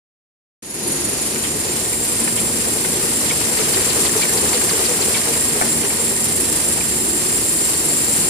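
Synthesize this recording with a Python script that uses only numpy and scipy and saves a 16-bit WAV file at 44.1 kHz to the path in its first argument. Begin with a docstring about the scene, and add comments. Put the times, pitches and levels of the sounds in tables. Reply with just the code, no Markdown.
"""In a factory hall, a listener walks along a paper rewinder as it comes up to speed.
The drive throbs and forces frame, panels and rollers into low resonance. The paper web rustles, hisses
and chirps four times a turn of the embossing roller, whose teeth whine; the unwinding reel rasps once
a turn. Steel knocks, clinks and pings, something clacks close by, and last a gear motor growls. Paper
and whine are louder at each opening in the frame. The sound cuts in after a moment of silence."""
import sys
import numpy as np
from scipy import signal
from scipy.fft import rfft, irfft, next_fast_len
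from scipy.io import wavfile
from scipy.ndimage import map_coordinates

SR = 44100
rng = np.random.default_rng(int(sys.argv[2]) if len(sys.argv) > 2 else 0)


def unload_wav(signal):
    """Save mono or channel-first audio to the path in sys.argv[1] as 16-bit WAV at rate SR, clipped to [-1, 1]."""
    wavfile.write(
        sys.argv[1],
        SR,
        np.round(np.clip(np.atleast_2d(signal).T, -1, 1) * 32767).astype(np.int16),
    )


N = 365588
ROLLER_HZ, DRIVE_HZ = 6.245, 3.572  # turns a second at running speed


def undb(db):
    """Amplitude ratio of a level: a factor of ten for every 20 dB."""
    return 10 ** (np.asarray(db) / 20)


def curve(table):
    """Linear interpolation of (t/s, value) rows at every sample."""
    return np.interp(np.arange(N) / SR, *np.transpose(table))


def passing(at_s, half_s):
    """Gaussian envelope: 1 at at_s, 1/e at half_s to either side."""
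    return np.exp(-((np.arange(N) / SR - at_s) / half_s) ** 2)


def colour(points, hz):
    """Interpolation of (f/Hz, value) rows on a logarithmic frequency axis."""
    f, value = np.transpose(points)
    return np.interp(np.log(hz + 1), np.log(f), value)


def unit(x):
    """Normalisation: the mean of the two channels gets rms 1."""
    return x / np.std(x.mean(axis=0))


def pan(db):
    """Left and right gains for an interaural level difference, left minus right."""
    return undb(np.array([[1], [-1]]) * db / 2)


def noise():
    """White noise, uncorrelated between the ears."""
    return rng.standard_normal((2, N))


def drift(rate):
    """Random modulation: `rate` Gaussian values a second joined by lines, spread near 1."""
    steps = np.arange(N) / SR * rate
    return 1.47 * np.interp(steps, np.arange(N), rng.standard_normal(N))


def shaped(x, gain):
    """Filter a noise pair by gain(f); as in a diffuse field, only the bass is coherent at the ears."""
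    # interaural coherence: f/Hz, correlation
    coherence = [(100, 0.96), (280, 0.9), (500, 0.81), (900, 0.058), (2000, 0.099), (4000, .015)]
    size = next_fast_len(N, real=True)
    hz = np.arange(size // 2 + 1) * SR / size
    alike = np.clip(colour(coherence, hz), -1, 1)
    mid, side = rfft(x, size) * gain(hz) * np.sqrt([1 + alike, 1 - alike])
    return unit(irfft([mid + side, mid - side], size)[:, :N])


def wash(spectrum, x):
    """Source and filter: the excitation x takes on a spectrum of (f/Hz, level/dB) rows."""
    return shaped(x, lambda hz: undb(colour(spectrum, hz)))


def band(centre_hz, width_hz):
    """A resonance under random excitation: narrow-band noise with steep skirts."""
    return shaped(noise(), lambda hz: 1 / (1 + (1.08 * (hz - centre_hz) / width_hz) ** 2))


def steady(centre_hz, width_hz):
    """Narrow-band noise of constant envelope: only its phase wanders."""
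    analytic = signal.hilbert(band(centre_hz, width_hz), next_fast_len(N))[:, :N]
    return unit(np.cos(np.angle(analytic)))


def shifted(x, by_hz, age):
    """Single-sideband modulation moves every component of x by the same frequency."""
    return np.real(signal.hilbert(x) * np.exp(2j * np.pi * by_hz * age))


def held(age, length_s, edge_s):
    """Gate envelope: linear attack, hold until length_s, exponential decay."""
    return np.clip(age / edge_s, 0, 1) * np.exp(-np.maximum(age - length_s, 0) / edge_s)


def surges(turns, peak_at, tight_at, depth_db, wobble_db):
    """Amplitude modulation: four surges a turn, one wobble from eccentricity; phases in turns."""
    quarterly_db = depth_db * np.cos(8 * np.pi * (turns - peak_at))
    return undb(quarterly_db + wobble_db * np.cos(2 * np.pi * (turns - tight_at)))


def frame():
    """Forced vibration: the steel frame rumbles broadly and hums at its resonances."""
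    # rumble spectrum: f/Hz, level/dB
    spectrum = [(20, -29), (42, -37), (58, -6.5), (100, -2.5), (130, -2.5), (200, -0.5), (290, 1),
                (360, 0.5), (480, -6.5), (700, -12.5), (1200, -42)]
    # modes of drive and frame: f/Hz, width/Hz, relative level/dB
    modes = [(55.3, 3.9, -24), (72.5, 6.3, -11.5), (109, 8.2, -10), (151.3, 3.7, -8.5), (172.9, 1.5, -11),
             (219, 11, -11.5), (298.3, 5, -10)]
    hums = sum(undb(db) * band(hz, width) for hz, width, db in modes)
    rumble = undb(3.5 + drift(9)) * wash(spectrum, noise())
    return (rumble + hums) * pan(2.2)


def drive(run, nearness, rise_s=0.015, idle_db=0.5, clack_decay_s=0.017, clack_db=-7):
    """Periodic excitation: the drive throbs four times a turn, and a clack leads into each throb."""
    # load pulses: phase/turns, relative level/dB
    pulses = [(.125, 3.5), (.45, 3), (.57, -3), (0.823, 5)]
    # throb spectrum: f/Hz, level/dB
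    spectrum = [(200, -24), (320, -9.5), (380, -1), (480, 1), (540, -7.5), (700, -8), (1000, -8),
                (1500, -26)]
    throb, clack = 0, 0
    for phase, db in pulses:
        age = (run * DRIVE_HZ - phase) % 1 / DRIVE_HZ
        throb = throb + undb(db) * age / rise_s * np.exp(1 - age / rise_s)
        clack = clack + undb(2 * db) * np.exp(-age / clack_decay_s)
    load = undb(idle_db) + np.sqrt(nearness) * throb
    body = undb(-4.5 + drift(25)) * wash(spectrum, noise())
    return (load * body + nearness * undb(clack_db) * clack * band(1080, 710)) * pan(4.2)


def motor(run, hz=231, base_db=-44.6, waver_rad=.28, rough_db=-10, flutter_db=.7):
    """The motor drones on a tone proportional to its speed; phase modulation makes it waver."""
    # places where the drone carries: t/s, half length/s, gain/dB
    swells = [(2.15, .95, 8), (4.3, 1.5, 7.2), (6.2, .8, 6.8)]
    level_db = base_db + sum(db * passing(s, half_s) for s, half_s, db in swells)
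    tone = np.sqrt(2) * np.sin(2 * np.pi * hz * run + waver_rad * drift(7.4))
    tone *= undb(flutter_db * drift(2.63))
    return (tone + undb(rough_db) * band(hz, 8)) * undb(level_db) * pan(2.8)


def side_panels(base_db=-45.5):
    """Plate resonance: shaken sheet-metal panels boom, louder as the listener passes them."""
    # panels passed: t/s, half length/s, gain/dB
    passes = [(1.05, 0.61, 6), (7.1, 0.49, 8)]
    # plate modes: f/Hz, width/Hz, relative level/dB
    modes = [(297, 14, -5.5), (330.3, 12, -2), (352.8, 6.7, 2), (383, 13.5, -2.5)]
    level_db = base_db + sum(db * passing(s, half_s) for s, half_s, db in passes)
    boom = sum(undb(db) * steady(hz, width) for hz, width, db in modes)
    return boom * undb(level_db) * pan(1.4)


def hall_mode(mean_db=-54.5, swing_db=8.5, antinode_s=1.9, spacing_s=5.3):
    """A standing wave in the hall swells and fades as the listener walks through its antinodes."""
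    crest = np.cos(2 * np.pi * (np.arange(N) / SR - antinode_s) / spacing_s)
    return band(66, 13) * undb(mean_db + swing_db * crest) * pan(2.1)


def paper_colour(excitation):
    """The paper acts as a broad filter on whatever excites it."""
    # rustle spectrum: f/Hz, level/dB
    spectrum = [(300, -10), (600, -2.5), (950, 0.5), (1300, -1), (1650, -2), (2100, 0.5), (2700, 1),
                (3500, -1.5), (4400, 2), (5500, 1.65), (6500, 1.4), (8000, -3), (15000, -30)]
    return wash(spectrum, excitation)


def web(surge, surge_exponent=0.34):
    """Taut paper rustles in tiny grains and excites the lightly damped modes of the rollers."""
    # steel roller modes: f/Hz, width/Hz, relative level/dB
    modes = [(1610, 7, -24), (1724, 8, -26), (1795, 7, -25.5), (1850, 54, -21.5), (1896, 10, -20.5),
             (2072, 9, -21.5)]
    grains = noise() * undb(drift(700))
    rustle = paper_colour(grains) * surge ** surge_exponent * undb(0.43 + .5 * drift(14))
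    ring = sum(undb(db) * band(hz, width) for hz, width, db in modes)
    beside_bearings = undb(3 * passing(at_s=6.15, half_s=0.69))
    return rustle + beside_bearings * ring


def ticks(turns, scatter_db=1.8, rise_s=0.0012):
    """Periodic contact: high spots on the roller tick and scrape at the same phases of every turn."""
    # high spots: phase/turns, f/Hz, width/Hz, decay/s, relative level/dB
    spots = [(.05, 1500, 800, 0.0036, -2), (.05, 6200, 600, 0.0086, 0), (.3, 2000, 400, 0.0051, 2),
             (.3, 6400, 1200, 0.0025, 8.5), (.375, 3380, 1600, 0.012, 3), (.555, 6300, 700, .005, 5.5),
             (.555, 2030, 407, 0.0063, 2), (.805, 1800, 450, 0.017, -5)]
    out = 0
    for phase, hz, width, decay_s, db in spots:
        age = (turns - phase) % 1 / ROLLER_HZ
        force = np.exp(-age / decay_s) * (1 - np.exp(-age / rise_s))
        out = out + force * undb(db + scatter_db * drift(5.5)) * band(hz, width)
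    return out


def crackle(snaps_per_s=260, spread_db=3, decay_s=0.00065, gain_db=-11):
    """A Poisson process: small creases snap independently, each with a very short noise burst."""
    snaps = (rng.random(N) < snaps_per_s / SR) * undb(spread_db * rng.standard_normal(N))
    bursts = signal.lfilter([1], [1, -np.exp(-1 / (decay_s * SR))], snaps)
    return undb(gain_db) * paper_colour(noise() * bursts)


def nip_whine(run, turns, slowness, upper_slow_db=-3.0):
    """The embossing roller's fine teeth sing in rough bands, at frequencies proportional to speed."""
    # whine at running speed: f/Hz, width/Hz, relative level/dB
    bands = [(7445, 235, 1.5), (9200, 170, -1.5), (15030, 490, -12)]
    lowest, *upper = (undb(db) * band(hz, width) for hz, width, db in bands)
    whine = lowest + undb(upper_slow_db * slowness) * sum(upper)
    at_speed = np.array([map_coordinates(ear, [run * SR], order=5, mode="nearest") for ear in whine])
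    surge = surges(turns, peak_at=0.012, tight_at=0.67, depth_db=1.23, wobble_db=0.5)
    return at_speed * surge * undb(-1 + drift(60))


def nip_hiss(surge):
    """Modulated noise: paper peels off the roller in four surges a turn, brighter on the left."""
    # peeling spectrum: f/Hz, level/dB
    spectrum = [(5500, -27), (7000, -30), (8000, 0.5), (8700, 5), (9900, 4), (10800, 0), (12000, -4),
                (13500, -9.5), (15500, -35)]
    # interaural difference: f/Hz, left minus right/dB
    balance = [(8500, -2), (10500, 6), (12000, 4.5), (15000, 12)]
    grains = noise() * undb(drift(500))
    hz = np.arange(N // 2 + 1) * SR / N
    hiss = irfft(rfft(wash(spectrum, grains)) * pan(colour(balance, hz)), N)
    return hiss * surge * undb(-1.83 + 0.24 * drift(18))


def chirps(turns):
    """Friction: in spells the paper squeaks on the roller each quarter turn, two strong, two weak."""
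    # spells of squeaking: t/s, half length/s, f/Hz, width/Hz, level/dB
    spells = [(.85, 0.58, 10240, 600, -23.5), (2.28, .22, 9400, 800, -23), (6.47, 0.37, 9400, 1400, -21.5),
              (8.2, 0.14, 9300, 900, -24)]
    grip = ((1 + np.cos(2 * np.pi * 4 * turns)) / 2) ** 2
    strength = 1 + .35 * np.cos(2 * np.pi * (turns - .88))
    squeak = sum(undb(db) * passing(s, half_s) * band(hz, width) for s, half_s, hz, width, db in spells)
    return squeak * grip * strength * pan(1.6)


def knocks(centre_hz=2100, rise_s=.0008, ring_decay_s=.009, thud_decay_s=0.0078):
    """Impact excitation: each knock is a damped rattle in the steel shaft over a duller thud."""
    # stray knocks: t/s, relative level/dB, ring f/Hz, thud gain/dB
    impacts = [(1.358, -19, 2020, -10), (1.932, -20.5, 2300, -17), (2.2746, -16, 1994, -10),
               (2.846, -18, 2160, -13), (3.571, -19, 1866, -6), (3.7327, -19, 1840, -11),
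               (3.772, -17.5, 1940, -14), (4.691, -17.5, 1840, -16), (5.333, -21, 2250, -14),
               (5.832, -22, 2180, -16), (5.8505, -20.5, 2090, -17), (5.901, -18.5, 2270, -17),
               (6.807, -23, 2440, -18)]
    out, age = np.zeros((2, N)), np.arange(SR // 8) / SR
    body, rattle = band(590, 680), steady(centre_hz, 650)
    for s, db, hz, thud_db in impacts:
        span = int(s * SR) + np.arange(len(age))
        ring = undb(-5) * shifted(rattle[:, span], hz - centre_hz, age) * np.exp(-age / ring_decay_s)
        thud = undb(thud_db - 8) * body[:, span] * np.exp(-age / thud_decay_s)
        out[:, span] += undb(db) * (1 - np.exp(-age / rise_s)) * (ring + thud)
    return out


def reel(run, turn_s=.9235, first_s=.523, grain_db=-1.5):
    """Paper peels off the unwinding reel with one rasp a turn, fading in a panel's acoustic shadow."""
    # bands of a rasp: f/Hz, width/Hz, delay/s, length/s, level/dB
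    bands = [(3170, 550, 0, .02, -30), (2250, 330, .003, .02, -30), (3300, 1700, .018, .014, -33)]
    # transmission to the listener: t/s, gain/dB
    audibility = [(1.4, -3), (2.4, -3.5), (3.3, -2), (5.2, -1.5), (6.2, -9), (8, -30)]
    out = 0
    for hz, width, delay_s, length_s, db in bands:
        age = (run - first_s - delay_s) % turn_s
        out = out + undb(db) * held(age, length_s, edge_s=.003) * steady(hz, width)
    return out * undb(curve(audibility) + grain_db * drift(480))


def clinks(sag_hz_per_s=4000, rough_db=2.5, right_lag_s=.00004):
    """Steel rings in a single mode for an instant, sagging slightly in pitch."""
    # clinks, most within the reel's rasps: t/s, f/Hz, length/s, level/dB
    notes = [(2.377, 3070, .013, -30), (2.382, 2330, .009, -31), (3.3, 2290, .015, -24.5),
             (4.221, 2350, .017, -23), (5.143, 2320, .017, -25), (5.144, 3730, .009, -29),
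             (6.807, 2420, .006, -29)]
    out, age = np.zeros((2, N)), np.arange(SR // 16) / SR
    grain = undb(rough_db * drift(400))
    ear_age = age - np.array([[0], [right_lag_s]])
    for s, hz, length_s, db in notes:
        span = int(s * SR) + np.arange(len(age))
        tone = np.sin(2 * np.pi * (hz - sag_hz_per_s * ear_age / 2) * ear_age)
        out[:, span] += undb(db) * held(age, length_s, edge_s=.0025) * grain[span] * tone
    return out


def roller_booms(centre_hz=430, width_hz=25, rise_s=0.012, gain_db=3):
    """Resonance: the hollow rollers boom for a moment under hard throbs, at listed times."""
    # booms: t/s, f/Hz, relative level/dB
    booms = [(3.031, 435, -30.5), (3.506, 475, -33), (3.588, 438, -24.5), (3.67, 396, -27),
             (3.757, 378, -28), (3.862, 457, -30), (3.983, 404, -29.5), (4.154, 439, -28),
             (4.353, 418, -35), (4.423, 418, -26.5), (4.539, 472, -28), (4.629, 390, -34),
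             (4.729, 439, -32), (4.788, 383, -28), (4.885, 475, -28), (4.992, 385, -31), (5.084, 425, -32),
             (5.275, 464, -27), (5.546, 422, -28.5), (5.834, 422, -27.5), (5.995, 478, -32),
             (6.107, 394, -29), (7.255, 367, -30)]
    out, age = np.zeros((2, N)), np.arange(SR // 5) / SR
    ring = steady(centre_hz, width_hz)
    swell = age / rise_s * np.exp(1 - age / rise_s)
    for s, hz, db in booms:
        span = int(s * SR) + np.arange(len(age))
        out[:, span] += undb(db) * swell * shifted(ring[:, span], hz - centre_hz, age)
    return out * undb(gain_db) * pan(2.1)


def pings(turns, hz=4500, width_hz=310, rise_s=0.0032, tail_s=0.011, tail_db=-9):
    """Damped free vibration: the steel roller pings once a turn, heard at each opening."""
    # spells of pinging: t/s, half length/s, phase/turns, decay/s, relative level/dB
    spells = [(4.43, .78, .327, .005, -19.3), (7.9, .9, .365, .008, -30)]
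    envelope = 0
    for s, half_s, phase, decay_s, db in spells:
        age = (turns - phase) % 1 / ROLLER_HZ
        decay = np.exp(-age / decay_s) + undb(tail_db) * np.exp(-age / tail_s)
        exposure = np.minimum(2 * passing(s, half_s), 1)
        envelope = envelope + undb(db) * exposure * decay * (1 - np.exp(-age / rise_s))
    return envelope * steady(hz, width_hz)


def clatter(contact_s=.00006, right_lag_s=.00043, echo_db=-5, echo_s=.022):
    """Impact and reflection: something hard bounces close by on the left; the frame echoes it."""
    # the clack and its bounces: t/s, relative level/dB
    impacts = [(5.612, -10.5), (5.6134, -15), (5.618, -19), (5.6214, -9.5), (5.626, -20)]
    # modes of the struck body: f/Hz, decay/s, relative level/dB
    modes = [(240, .007, -8), (700, .0035, -2), (1020, .002, -1), (1400, .002, 0), (1800, .002, .5),
             (2250, .0017, -1.5)]
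    age = np.arange(SR // 8) / SR
    ring = sum((-1) ** k * undb(db) * np.exp(-age / decay_s) * np.sin(2 * np.pi * hz * age)
               for k, (hz, decay_s, db) in enumerate(modes))
    contact = age / contact_s ** 2 * np.exp(-age / contact_s) / SR  # finite contact time dulls the ring
    ring = signal.fftconvolve(ring, contact)[:len(age)]
    blows = np.zeros((2, N))
    for s, db in impacts:
        blows[0, int(s * SR)] += undb(db)
        blows[1, int((s + right_lag_s) * SR)] += undb(db)
    direct = signal.fftconvolve(blows, ring[None], axes=1)[:, :N] * pan(2.5)
    echo_envelope = np.exp(-age / echo_s) * undb(echo_db) / np.sqrt(SR * echo_s)
    echo = rng.standard_normal((2, len(age))) * echo_envelope
    return direct + signal.fftconvolve(direct, echo, axes=1)[:, :N]


def gearbox():
    """Level rises with proximity: the gear motor at the far end growls as the listener nears it."""
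    # growl: f/Hz, width/Hz, level/dB
    bands = [(62, 35, -46), (140, 50, -46), (660, 300, -43)]
    growl = sum(undb(db) * band(hz, width) for hz, width, db in bands)
    return passing(at_s=8.15, half_s=1) * growl * pan(2)


def scene():
    """Superposition: one speed times the turning parts, and openings in the frame change the mix."""
    # run-up: t/s, share of running speed
    run_up = [(.6, .912), (2.07, 1), (8.3, 1)]
    # roller bay and side window: t/s, half length/s, then gain/dB of throb, web, whine and hiss
    openings = [(4.394, 1.74, 1.5, 4, 3.5, 2), (8.254, 1.3, -2.5, 2.5, 4.5, 2.5)]
    # direction of the nip between the rollers: t/s, left minus right/dB
    nip_balance = [(1.9, -2), (4.07, 0), (6.53, -3), (8.15, -0.5), (8.29, 0)]
    speed = curve(run_up)
    run = np.cumsum(speed) / SR
    run += N / SR - run[-1]  # paper travel, in seconds at running speed
    turns = run * ROLLER_HZ
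    slowness = (1 - speed) / (1 - speed[0])  # 1 at the starting speed, 0 at running speed
    views = np.array([passing(s, half_s) for s, half_s, *_ in openings])
    throb_db, web_db, whine_db, hiss_db = np.transpose([gains for _, _, *gains in openings]) @ views
    nearness = undb(-20.5) + views[0]  # to the roller bay
    surge = surges(turns, peak_at=0.07, tight_at=0.082, depth_db=1.5, wobble_db=0.93)
    rumble = undb(-34.5 - slowness) * frame()
    throb = undb(-33.5 + throb_db) * drive(run, nearness)
    low = rumble + throb + roller_booms() + motor(run) + gearbox() + side_panels() + hall_mode()
    paper = undb(-31.5 + web_db + 0.5 * slowness) * (web(surge) + nearness * (ticks(turns) + crackle()))
    whine = undb(-29.5 + whine_db - 5 * slowness) * nip_whine(run, turns, slowness)
    hiss = undb(-25 + hiss_db - 4 * slowness) * nip_hiss(surge)
    nip = (whine + hiss + chirps(turns)) * pan(curve(nip_balance))
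    return low + paper + nip + pings(turns) + reel(run) + clinks() + knocks() + clatter()


def record(dry):
    """Gating and band limiting: the sound cuts in, swells to full level and loses its top treble."""
    start_s, fade_s, fade_db, cutoff_hz = .622, 0.26, -11.5, 15150
    age = np.arange(N) / SR - start_s
    gate = np.clip(age / .005, 0, 1)
    fade = undb(fade_db * np.clip(1 - age / fade_s, 0, 1))
    low_pass = signal.ellip(12, .2, 90, cutoff_hz, fs=SR, output="sos")
    return signal.sosfilt(low_pass, dry * gate * fade)


dry = scene()
out = record(dry)
unload_wav(out)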